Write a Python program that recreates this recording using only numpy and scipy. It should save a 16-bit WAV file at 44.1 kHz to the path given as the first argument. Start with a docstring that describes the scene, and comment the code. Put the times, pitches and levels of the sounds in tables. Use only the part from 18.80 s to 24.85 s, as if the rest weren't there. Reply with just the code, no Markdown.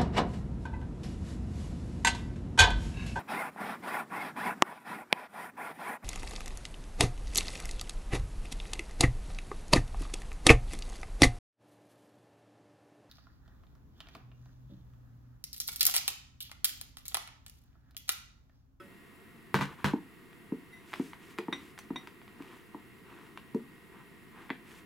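"""In a kitchen, a glass bowl is set down on a counter; then a spatula folds whipped cream in a second glass bowl.
The landings and clinks are modal synthesis: impacts set decaying modes of glass and slab ringing.
The soft blade thuds on a bowl resting on a towel, as damped modes; the handle ticks, as short pulses.
The landed bowl's foot scrapes twice, then the cream swishes and crackles: random grains filtered into bands.
A small room answers each blow with echoes, standing waves and a diffuse tail; an appliance hums in it."""
import sys
import numpy as np
from scipy import signal
from scipy.fft import rfft, irfft, next_fast_len
from scipy.io import wavfile
from scipy.ndimage import uniform_filter1d, map_coordinates

SR = 44100
rng = np.random.default_rng(int(sys.argv[2]) if len(sys.argv) > 2 else 0)


def log_audio(samples):
    """Write samples as a 16-bit WAV file to the path given in sys.argv[1]."""
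    # one column per channel
    frames = np.atleast_2d(samples).T
    # limit to full scale, then quantise
    limited = np.clip(frames, -1, 1)
    pcm = np.round(limited * 32767).astype(np.int16)
    wavfile.write(sys.argv[1], SR, pcm)


N = 267025  # length of the scene in samples

# low modes of the counter slab: (f/Hz, level/dB over the ring, t60/s)
COUNTER = [(143.3, 3, 0.23), (198, 6, 0.19)]


def slab_boom(t):
    """Modal decay: each low mode of the slab is a sine with an exponential envelope."""
    return sum(amp(db - 60 * t / t60) * np.sin(2 * np.pi * hz * t) for hz, db, t60 in COUNTER)


# spectrum of the dense ringing of glass and counter: (f/Hz, relative level/dB)
RATTLE = [(150, -30), (250, 7), (392, -1.5), (606, -5.5), (733, -9), (967, 3), (1350, -5.5), (1550, 1.5),
          (2150, -8.5), (2380, -8.5), (3200, -9.5), (4010, -14), (4450, -17), (12800, -31), (15800, -39)]


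def rattle(t):
    """High modal density: many overlapping modes sound as decaying coloured noise."""
    # the foot of the bowl chatters in many small uneven contacts
    chatter = amp(2 * unit(uniform_filter1d(rng.standard_normal(len(t)), size=60)))
    noise = spread(rng.standard_normal((2, len(t))), [(300, 0.9), (2000, 0.58), (10000, 0.89)])
    return coloured(chatter * noise, RATTLE) * amp(3.0 - 60 * t / 0.22)


# spectrum of the low jolt: (f/Hz, relative level/dB)
SHUDDER = [(25, -22), (50, -13), (75, -2), (110, -5), (150, -1), (260, -24), (600, -70), (2000, -120)]


def shudder(t):
    """Negative correlation: a decaying low rumble, largely in opposition between left and right."""
    noise = spread(rng.standard_normal((2, len(t))), [(60, -0.55)])
    return coloured(noise, SHUDDER) * amp(-7.0 - 60 * t / 0.35)


# the bowl lands on the counter: (t/s, relative contact level/dB, relative ring level/dB)
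LANDINGS = [(0.7434, -8, -29), (0.7894, -23, -42), (0.8109, -17.5, -33), (1.0443, -11.5, -28.5)]
# spectrum of the hard contact: (f/Hz, relative level/dB)
CONTACT = [(100, -22.5), (400, 2), (650, -16.5), (930, 5.5), (1600, -4.5), (2400, -6.5), (3200, -23.5),
           (4200, -17.5), (7000, -34), (15000, -32.5)]
# modes of the landed bowl, loaded with liquid: (f/Hz, relative level/dB, t60/s)
LANDED_GLASS = [(878, -5, 0.2), (980, -4, 0.12), (1150, -3.5, 0.32), (1286, -6, 0.19), (1450, -8.5, 0.33),
                (1550, -4, 0.13), (1650, -6, 0.14), (1970, 1, 0.089), (2332, -6, 0.21), (2460, -17, 0.19),
                (3340, -16, 0.17), (4030, -15, 0.23), (4030, -16, .18), (4230, -23, 0.2)]


def landings():
    """Impact excitation: a short hard contact sets bowl and slab ringing together, with a low jolt."""
    out, t = np.zeros((2, N)), np.arange(SR // 2) / SR
    onset = 1 - np.exp(-t / 0.0028)
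    for s, contact_db, ring_db in LANDINGS:
        blow = amp(ring_db - 8.5) * ringing(t, LANDED_GLASS, scatter_db=2)
        add(blow, 0, amp(contact_db - 1.5) * click(CONTACT, ripple_db=1.0))
        body = amp(ring_db) * (slab_boom(t) + rattle(t) + shudder(t))
        add(out, s, in_room(blow, wet_db=-9.0, echo_db=-22))
        add(out, s, body * onset)
    return out


# the bowl rocking on its towel: (multiple of the thud pitch, mean level/dB, swell/s)
ROCKING = [(0.701, -14, 0.0026), (1, -2, 0.0026), (1.55, -19.5, 0.00415)]


def rocking(t, hz):
    """Damped modes: the bowl on its towel sways at hz and its multiples, at new strengths each time."""
    return sum(amp(level + rng.normal(0, 1)) * swell(t, hz * multiple, rise)
               for multiple, level, rise in ROCKING)


# modes of the bowl wall damped by cream: (mean f/Hz, mean level/dB, swell/s)
WALL = [(744, -21.5, 0.0046), (964, -0.5, 0.0014), (1180, -5.5, 0.00088), (1670, -11, 0.00047)]


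def wall_knock(t):
    """Damping: the cream chokes each wall mode; pitch and strength vary per knock."""
    knock = np.zeros(len(t))
    for hz, level, rise in WALL:
        strength = amp(level + rng.normal(0, 3.6))
        knock += strength * swell(t, hz * (1 + rng.normal(0, 0.025)), rise)
    return knock


# the blade meets the bowl:
# (t/s, relative thud level/dB, thud f/Hz, relative wall knock level/dB, rebound share 0-1)
THUDS = [(1.135, -15.5, 269, -29, 0), (1.721, -19, 271.6, -38.5, 0.12), (2.1966, -20, 273, -35, 0.07),
         (2.586, -26, 342, -31.5, 0.46), (2.6834, -22.5, 273, -29, 0), (3.105, -24.5, 269, -35, 0),
         (3.603, -36, 280, -46, 0.1), (3.946, -34, 281, -40.5, 0), (4.746, -19.5, 234, -39, 0.64),
         (5.704, -26, 263, -44, 0.07)]
REBOUND_S, REBOUND_HZ = 0.00952, 410.2  # a tipped bowl drops back this much later, rocking at this pitch


def thuds():
    """Compliant support: the blade knocks the wall, the whole bowl rocks, and drops back if tipped."""
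    out, t = np.zeros((2, N)), np.arange(SR // 8) / SR
    # a small bowl radiates no deep bass, and the towel swallows the overtones
    radiation = signal.butter(4, [150, 520], "band", fs=SR, output="sos")
    for s, db, hz, wall_db, rebound in THUDS:
        rock = rocking(t, hz)
        drop = np.pad(rocking(t, REBOUND_HZ), (round(REBOUND_S * SR), 0))[:len(t)]
        thud = -amp(db) * signal.sosfilt(radiation, rock + rebound * drop)
        add(out, s, in_room(thud, wet_db=-11.5, echo_db=0.5))
        add(out, s, in_room(amp(wall_db) * wall_knock(t), wet_db=-3.5, echo_db=0))
    return out


# handle taps and popping air pockets:
# (t/s, relative body level/dB, snap level/dB over the body, skip/s; 0 = a clean contact)
TICKS = [(1.53, -40.5, -28, 0), (2.132, -25.5, -22, 0.011), (2.1379, -22.5, -17.5, 0.0029),
         (2.158, -34, -11, 0), (2.333, -31, -28, 0.002), (2.5855, -22, -13, 0.0056),
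         (2.978, -35, -17, 0.0013), (2.989, -31, -4.5, 0.0067), (3.273, -33, -11.5, 0),
         (3.416, -41, -17, 0), (3.479, -40, -18, 0.00068), (3.623, -44, -4, 0), (4.5746, -28, -18, 0),
         (4.747, -51, 6.5, 0), (5.703, -19, -38, 0.0084)]
# spectra of a tap's body, its crisp edge and its snap: each (f/Hz, relative level/dB)
TICK = [(60, -58), (300, -22), (650, -8), (950, 1.5), (1400, -2), (2200, -0.5), (2800, -5.5), (4000, -27),
        (6500, -59), (15000, -60)]
CRISP = [(200, -53), (1200, -27), (2500, 11), (3400, 6.5), (4600, -12), (5600, -24), (12000, -36)]
SNAP = [(300, -59), (2000, -42), (4500, 7), (6000, 3), (11000, -1.5), (15500, -8)]
CRISP_DB = -5.5  # crisp edge over the body, dB
GRAZE_DB, BOUNCE_DB = -15, -8  # the graze before a skipping tap and the bounce after it, over the tap, dB
BOUNCE_SHRINK = .55  # second flight time over the first


def ticks():
    """Contact pulses: body, edge and snap in one click; a skipping handle grazes, strikes, bounces once."""
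    out = np.zeros((2, N))
    for s, db, snap_db, skip in TICKS:
        contacts = [(0.00014, 0)]  # (delay/s, level/dB)
        if skip > 0:
            contacts += [(-skip, GRAZE_DB), (BOUNCE_SHRINK * skip, BOUNCE_DB)]
        for delay, contact_db in contacts:
            tick = click(TICK, ripple_db=3.5)
            tick += amp(CRISP_DB) * click(CRISP, ripple_db=1.0)
            tick += amp(snap_db) * click(SNAP, ripple_db=4.5)
            add(out, s + delay, in_room(amp(db + contact_db) * tick, wet_db=-6.0, echo_db=-0.5))
    return out


# hard contacts with the rim: (t/s, relative ring level/dB, relative knock level/dB)
CLINKS = [(2.7265, -28, -28.5), (3.159, -32.5, -36.5)]
# spectrum of the body of a rim contact: (f/Hz, relative level/dB)
KNOCK = [(120, -27), (290, 5.5), (520, -24), (1000, 5.5), (1600, -7), (2400, -2.5), (3000, -11.5),
         (3700, -4), (4600, -25), (15000, -44)]
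# modes of the mixing bowl: (f/Hz, struck level/dB, brushed level/dB, t60/s when struck)
GLASS = [(1890, -20, -18, .16), (2020, -12, 6, 0.18), (2400, -25, -25, .1), (3520, -3, -25, 0.028),
         (3740, 0, -3.5, 0.075), (3830, -6, -16, 0.046), (5770, -23, -14, 0.19), (5850, -23, -17, .07),
         (8080, -33.5, -20, 0.25), (9540, -34, -18, .1), (10500, -40, -9, .12)]
# the handle brushes the rim: (t/s, swell/s, relative level/dB)
BRUSH = (1.918, 0.025, -62)
# a faint knock on the lifted bowl dies away: (f/Hz, mean level/dB, t60/s)
FADING = [(357, -47, 0.13), (564, -55.5, 0.26), (1312, -45, 0.15), (1504, -52, 0.11), (2600, -56, 0.091),
          (3330, -59, 0.092), (5100, -57, 0.083)]


def clinks():
    """Modal excitation: the rim, clear of the cream, rings in glass modes when struck or brushed."""
    out, t = np.zeros((2, N)), np.arange(SR // 2) / SR
    struck = [(hz, db, t60) for hz, db, _, t60 in GLASS]
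    for s, ring_db, knock_db in CLINKS:
        ring = ringing(t, struck, scatter_db=1.0) * (1 - np.exp(-t / 0.0011))
        knock = coloured(rng.standard_normal(len(t)), KNOCK) * amp(-60 * t / 0.036)
        add(out, s, in_room(amp(ring_db) * ring, wet_db=-16.5, echo_db=-18))
        add(out, s, in_room(amp(knock_db) * knock, wet_db=-3.5, echo_db=-9))
    # light friction feeds the modes in other proportions than a blow, and the ring swells
    s, rise, level = BRUSH
    brushed = sum(amp(level + db) * swell(t, hz, rise) for hz, _, db, _ in GLASS)
    brushed *= amp(3.7 * wobble(110)[:len(t)])  # the handle catches and slips
    add(out, s, in_room(brushed, wet_db=-3.0, echo_db=-12))
    fading = ringing(t, FADING, scatter_db=1) * (1 - np.exp(-t / .004))
    add(out, 0, in_room(fading, wet_db=-7.5, echo_db=-12))
    return out


def grains(spectrum, rate):
    """Shot noise: random bursts, rate a second on average and of uneven strength, take a spectrum."""
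    happens = rng.random(N) < rate / SR
    strength = amp(2 * rng.standard_normal(N))
    bursts = happens * strength * rng.standard_normal((2, N))
    return coloured(spread(bursts, [(500, 1.0), (4000, 0.85), (12000, 1.0)]), spectrum)


# friction strokes: first the landed bowl's foot scrapes the counter twice (.89, .982 s),
# then the blade sweeps through the cream: (start t/s, length/s, relative level/dB,
# mid-stroke wetness: about -1 = dry contact, 1 = deep in foam)
STROKES = [(.89, 0.058, -56, -.4), (.982, .058, -61, -0.39), (2.08, 0.23, -61, 0.93),
           (2.41, 0.13, -61.5, 0.54), (2.757, 0.15, -62.5, .45), (3.203, 0.095, -66, -0.3),
           (3.6, .2, -61.5, -.1), (4.277, 0.21, -63.5, -0.4), (5.123, 0.11, -71.5, -1.24),
           (5.55, 0.12, -62.5, -0.67), (5.868, 0.13, -60, .55)]
# spectra of dry rubbing, squeezed foam, fine crackle and low slop: each (f/Hz, relative level/dB)
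RUB = [(60, -45), (300, -17), (650, -12.5), (1000, 2.5), (1350, -3.5), (1900, -9.5), (3000, -27),
       (8000, -55)]
SQUISH = [(200, -50), (900, -19), (1500, -1), (2700, -2), (3800, -9), (6000, -32), (12000, -45)]
FIZZ = [(400, -45), (2500, -3), (4500, -0.5), (8000, -1.5), (12000, -4.5), (15500, -12.5)]
SLOP = [(80, -20), (220, -6.5), (370, 2), (600, -24.5), (2000, -60)]
WETTING = 0.36  # wetness gained from the start of a stroke to its end, as when the blade digs in
RUB_DB, SQUISH_DB, FIZZ_DB, SLOP_DB = 0.5, -.5, -9, 2.5  # layers over the stroke's level at wetness 0, dB
# change in dB per unit of wetness: foam mutes the rub and feeds the fizz
RUB_WET_DB, SQUISH_WET_DB, FIZZ_WET_DB = -9.5, 1.5, 8.5
EDGE = 3.4  # steepness with which a stroke swells and eases off


def friction_strokes():
    """Friction noise: grains of rub, squish, fizz and slop, for two scrapes and then sweeps in the cream."""
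    t, levels = np.arange(N) / SR, np.zeros((4, N))
    for start, length, db, wetness in STROKES:
        progress = np.clip((t - start) / length - .5, -1, 1)  # 0 halfway through the stroke
        pressure = np.exp(-np.abs(1.646 * progress) ** EDGE)
        wet = wetness + WETTING * progress
        layers_db = np.array([RUB_DB + RUB_WET_DB * wet, SQUISH_DB + SQUISH_WET_DB * wet,
                              FIZZ_DB + FIZZ_WET_DB * wet, np.full(N, SLOP_DB)])
        levels += amp(db) * pressure * amp(layers_db)
    rub, squish, fizz, slop = levels * amp(wobble(25))  # the friction is uneven
    return (rub * grains(RUB, rate=1800) + squish * grains(SQUISH, rate=3200)
            + fizz * grains(FIZZ, rate=9000) + slop * grains(SLOP, rate=540))


# colour and decay of the diffuse tail: (f/Hz, relative level/dB) and (f/Hz, t60/s)
DIFFUSE = [(80, -11), (200, 2.5), (450, 0), (620, 3), (900, -10.5), (3000, -1.5), (12000, -0.5)]
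ROOM = [(150, 0.39), (400, 0.21), (1500, 0.26), (5000, 0.25), (14000, 0.13)]
# reflections from counter, cupboard and far wall: (t/s, relative gain)
ECHOES = [(.0095, 0.12), (.018, 0.085), (.05, .07)]
# standing waves of the room: (f/Hz, level/dB, t60/s)
STANDING = [(211.5, -6, .17), (261.3, -5, 0.19), (359, 1.5, 0.14), (443.3, -2, 0.18)]


def in_room(sound, wet_db, echo_db):
    """Convolution: a blow meets early echoes, standing waves and a new diffuse tail, in stereo."""
    hz, t, z = signal.stft(rng.standard_normal((2, SR // 2)), SR, nperseg=256)
    decay_db = 60 * t / along(ROOM, hz)[:, None]
    z = z * amp(along(DIFFUSE, hz)[:, None] - decay_db) * (1 - np.exp(-t / 0.0022))
    noise = signal.istft(z, SR, nperseg=256)[1]
    tail = spread(noise, [(300, 0.95), (1000, 0.85), (3000, 0.42), (10000, 0.99)])
    answer = amp(wet_db) * tail / np.linalg.norm(tail[0])
    answer[:, 0] += 1  # direct sound
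    for s, gain in ECHOES:
        answer[:, round(s * SR)] += gain * amp(echo_db)
    t = np.arange(answer.shape[1]) / SR
    for hz, db, t60 in STANDING:
        decay = amp(-60 * t / t60)
        answer += amp(db) * 2 * decay / decay.sum() * np.cos(2 * np.pi * hz * t)
    return signal.fftconvolve(sound[None], answer, axes=1)


# spectrum of the room noise: (f/Hz, relative level/dB)
AIR = [(25, -12.5), (70, -5), (130, -3), (205, 0.5), (280, -3.5), (365, -2), (480, -10), (620, -27.5),
       (1000, -12.5), (1500, -15.5), (2600, -17.5), (4200, -27), (6200, -35), (11000, -29), (15800, -30.5)]
AIR_DB = -55.3  # rms level of the room noise, dB
# left-right likeness of the noises: (f/Hz, correlation)
ALIKE = [(60, -0.057), (130, 0.25), (290, 0.67), (640, 0.75), (1410, 0.52), (3100, 0.099), (6820, 0.95),
         (15000, 0.28)]
# appliance noise bands: (centre f/Hz, half-width at half gain/Hz, rms level/dB)
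DRONE = [(690, 39, -75.5), (1940, 250, -70), (2708, 40, -75.5), (7380, 100, -86.5), (10130, 46, -83.5)]
# thin whine of the appliance: (f/Hz, mean level/dB)
HUM = [(1001, -82), (1890, -69), (1949, -78.5), (2008, -77.5), (2126, -73.5)]


def kitchen():
    """Stationary noise and tones: steady room noise, with the bands and wavering whine of an appliance."""
    t = np.arange(N) / SR
    noise = lambda: spread(rng.standard_normal((2, N)), ALIKE)
    out = amp(AIR_DB) * coloured(noise(), AIR)
    for hz, width, db in DRONE:
        band = filtered(noise(), lambda f: 1 / (1 + ((f - hz) / width) ** 4))
        out += amp(db) * unit(band)
    for hz, db in HUM:
        level = amp(db + 0.33 * wobble(3.8)) * np.sqrt(2)
        out += level * np.sin(2 * np.pi * hz * t + .5 * wobble(10))
    return out


def ringing(t, modes, scatter_db):
    """Modal superposition: decaying modes, struck at new strengths and phases each time."""
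    return sum(amp(db + rng.normal(0, scatter_db) - 60 * t / t60)
               * np.sin(2 * np.pi * (hz * t + rng.random())) for hz, db, t60 in modes)


def swell(t, hz, rise):
    """Critically damped envelope on a sine: it reaches 1 after rise seconds, then dies away."""
    return t / rise * np.exp(1 - t / rise) * np.sin(2 * np.pi * hz * t)


def click(spectrum, ripple_db, size=2048):
    """Minimum phase: a causal pulse of peak 1; each contact point ripples the spectrum its own way."""
    hz = np.fft.rfftfreq(size, 1 / SR)
    ripple = uniform_filter1d(rng.standard_normal(len(hz)), size=7)
    ripple = unit(uniform_filter1d(ripple, size=5))
    cepstrum = irfft(np.log(amp(along(spectrum, hz) + ripple_db * ripple)))
    cepstrum[1:size // 2] *= 2  # fold the cepstrum onto positive time
    cepstrum[size // 2 + 1:] = 0
    pulse = irfft(np.exp(rfft(cepstrum)))
    return pulse / np.abs(pulse).max()


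def spread(pair, alike):
    """Interchannel correlation: two unrelated signals become left and right of the given likeness."""
    turn = lambda hz: np.arccos(np.clip(along(alike, hz), -1, 1)) / 2
    mid, side = filtered(pair, lambda hz: np.array([np.cos(turn(hz)), np.sin(turn(hz))]))
    return np.array([mid + side, mid - side])


def coloured(x, spectrum):
    """Spectral shaping: x filtered by a spectrum in dB, at rms 1."""
    return unit(filtered(x, lambda hz: amp(along(spectrum, hz))))


def filtered(x, response):
    """Convolution theorem: multiply the spectrum of x by a response of frequency."""
    n = x.shape[-1]
    m = next_fast_len(n + 8192)
    return irfft(rfft(x, m) * response(np.fft.rfftfreq(m, 1 / SR)), m)[..., :n]


def wobble(rate):
    """Slow randomness: a smooth curve through rate random knots a second."""
    knots = rng.standard_normal(int(N * rate / SR) + 4)
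    return map_coordinates(knots, [np.arange(N) * rate / SR])


def along(points, hz):
    """Logarithmic frequency scale: interpolate (f/Hz, value) points."""
    f, v = np.transpose(points)
    return np.interp(np.log(hz + 1), np.log(f + 1), v)


def amp(db):
    """Level to amplitude: decibels become gain."""
    return 10 ** (np.asarray(db) / 20)


def unit(x):
    """Root mean square: scale to rms 1."""
    return x / np.sqrt(np.mean(x ** 2) + 1e-20)


def add(track, s, sound):
    """Superposition: mix a sound into a track at s seconds."""
    start = max(round(s * SR), 0)
    part = sound[..., :N - start]
    track[..., start:start + part.shape[-1]] += part


def scene():
    """Level difference: both bowls stand just left of the middle, over the kitchen background."""
    bowls = landings() + thuds() + ticks() + clinks() + friction_strokes()
    return bowls * amp([[.3], [-.3]]) + kitchen()


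def record(dry):
    """Band limitation: nothing from 15850 Hz up is kept."""
    return filtered(dry, lambda hz: hz < 15850)


dry = scene()
out = record(dry)
log_audio(out)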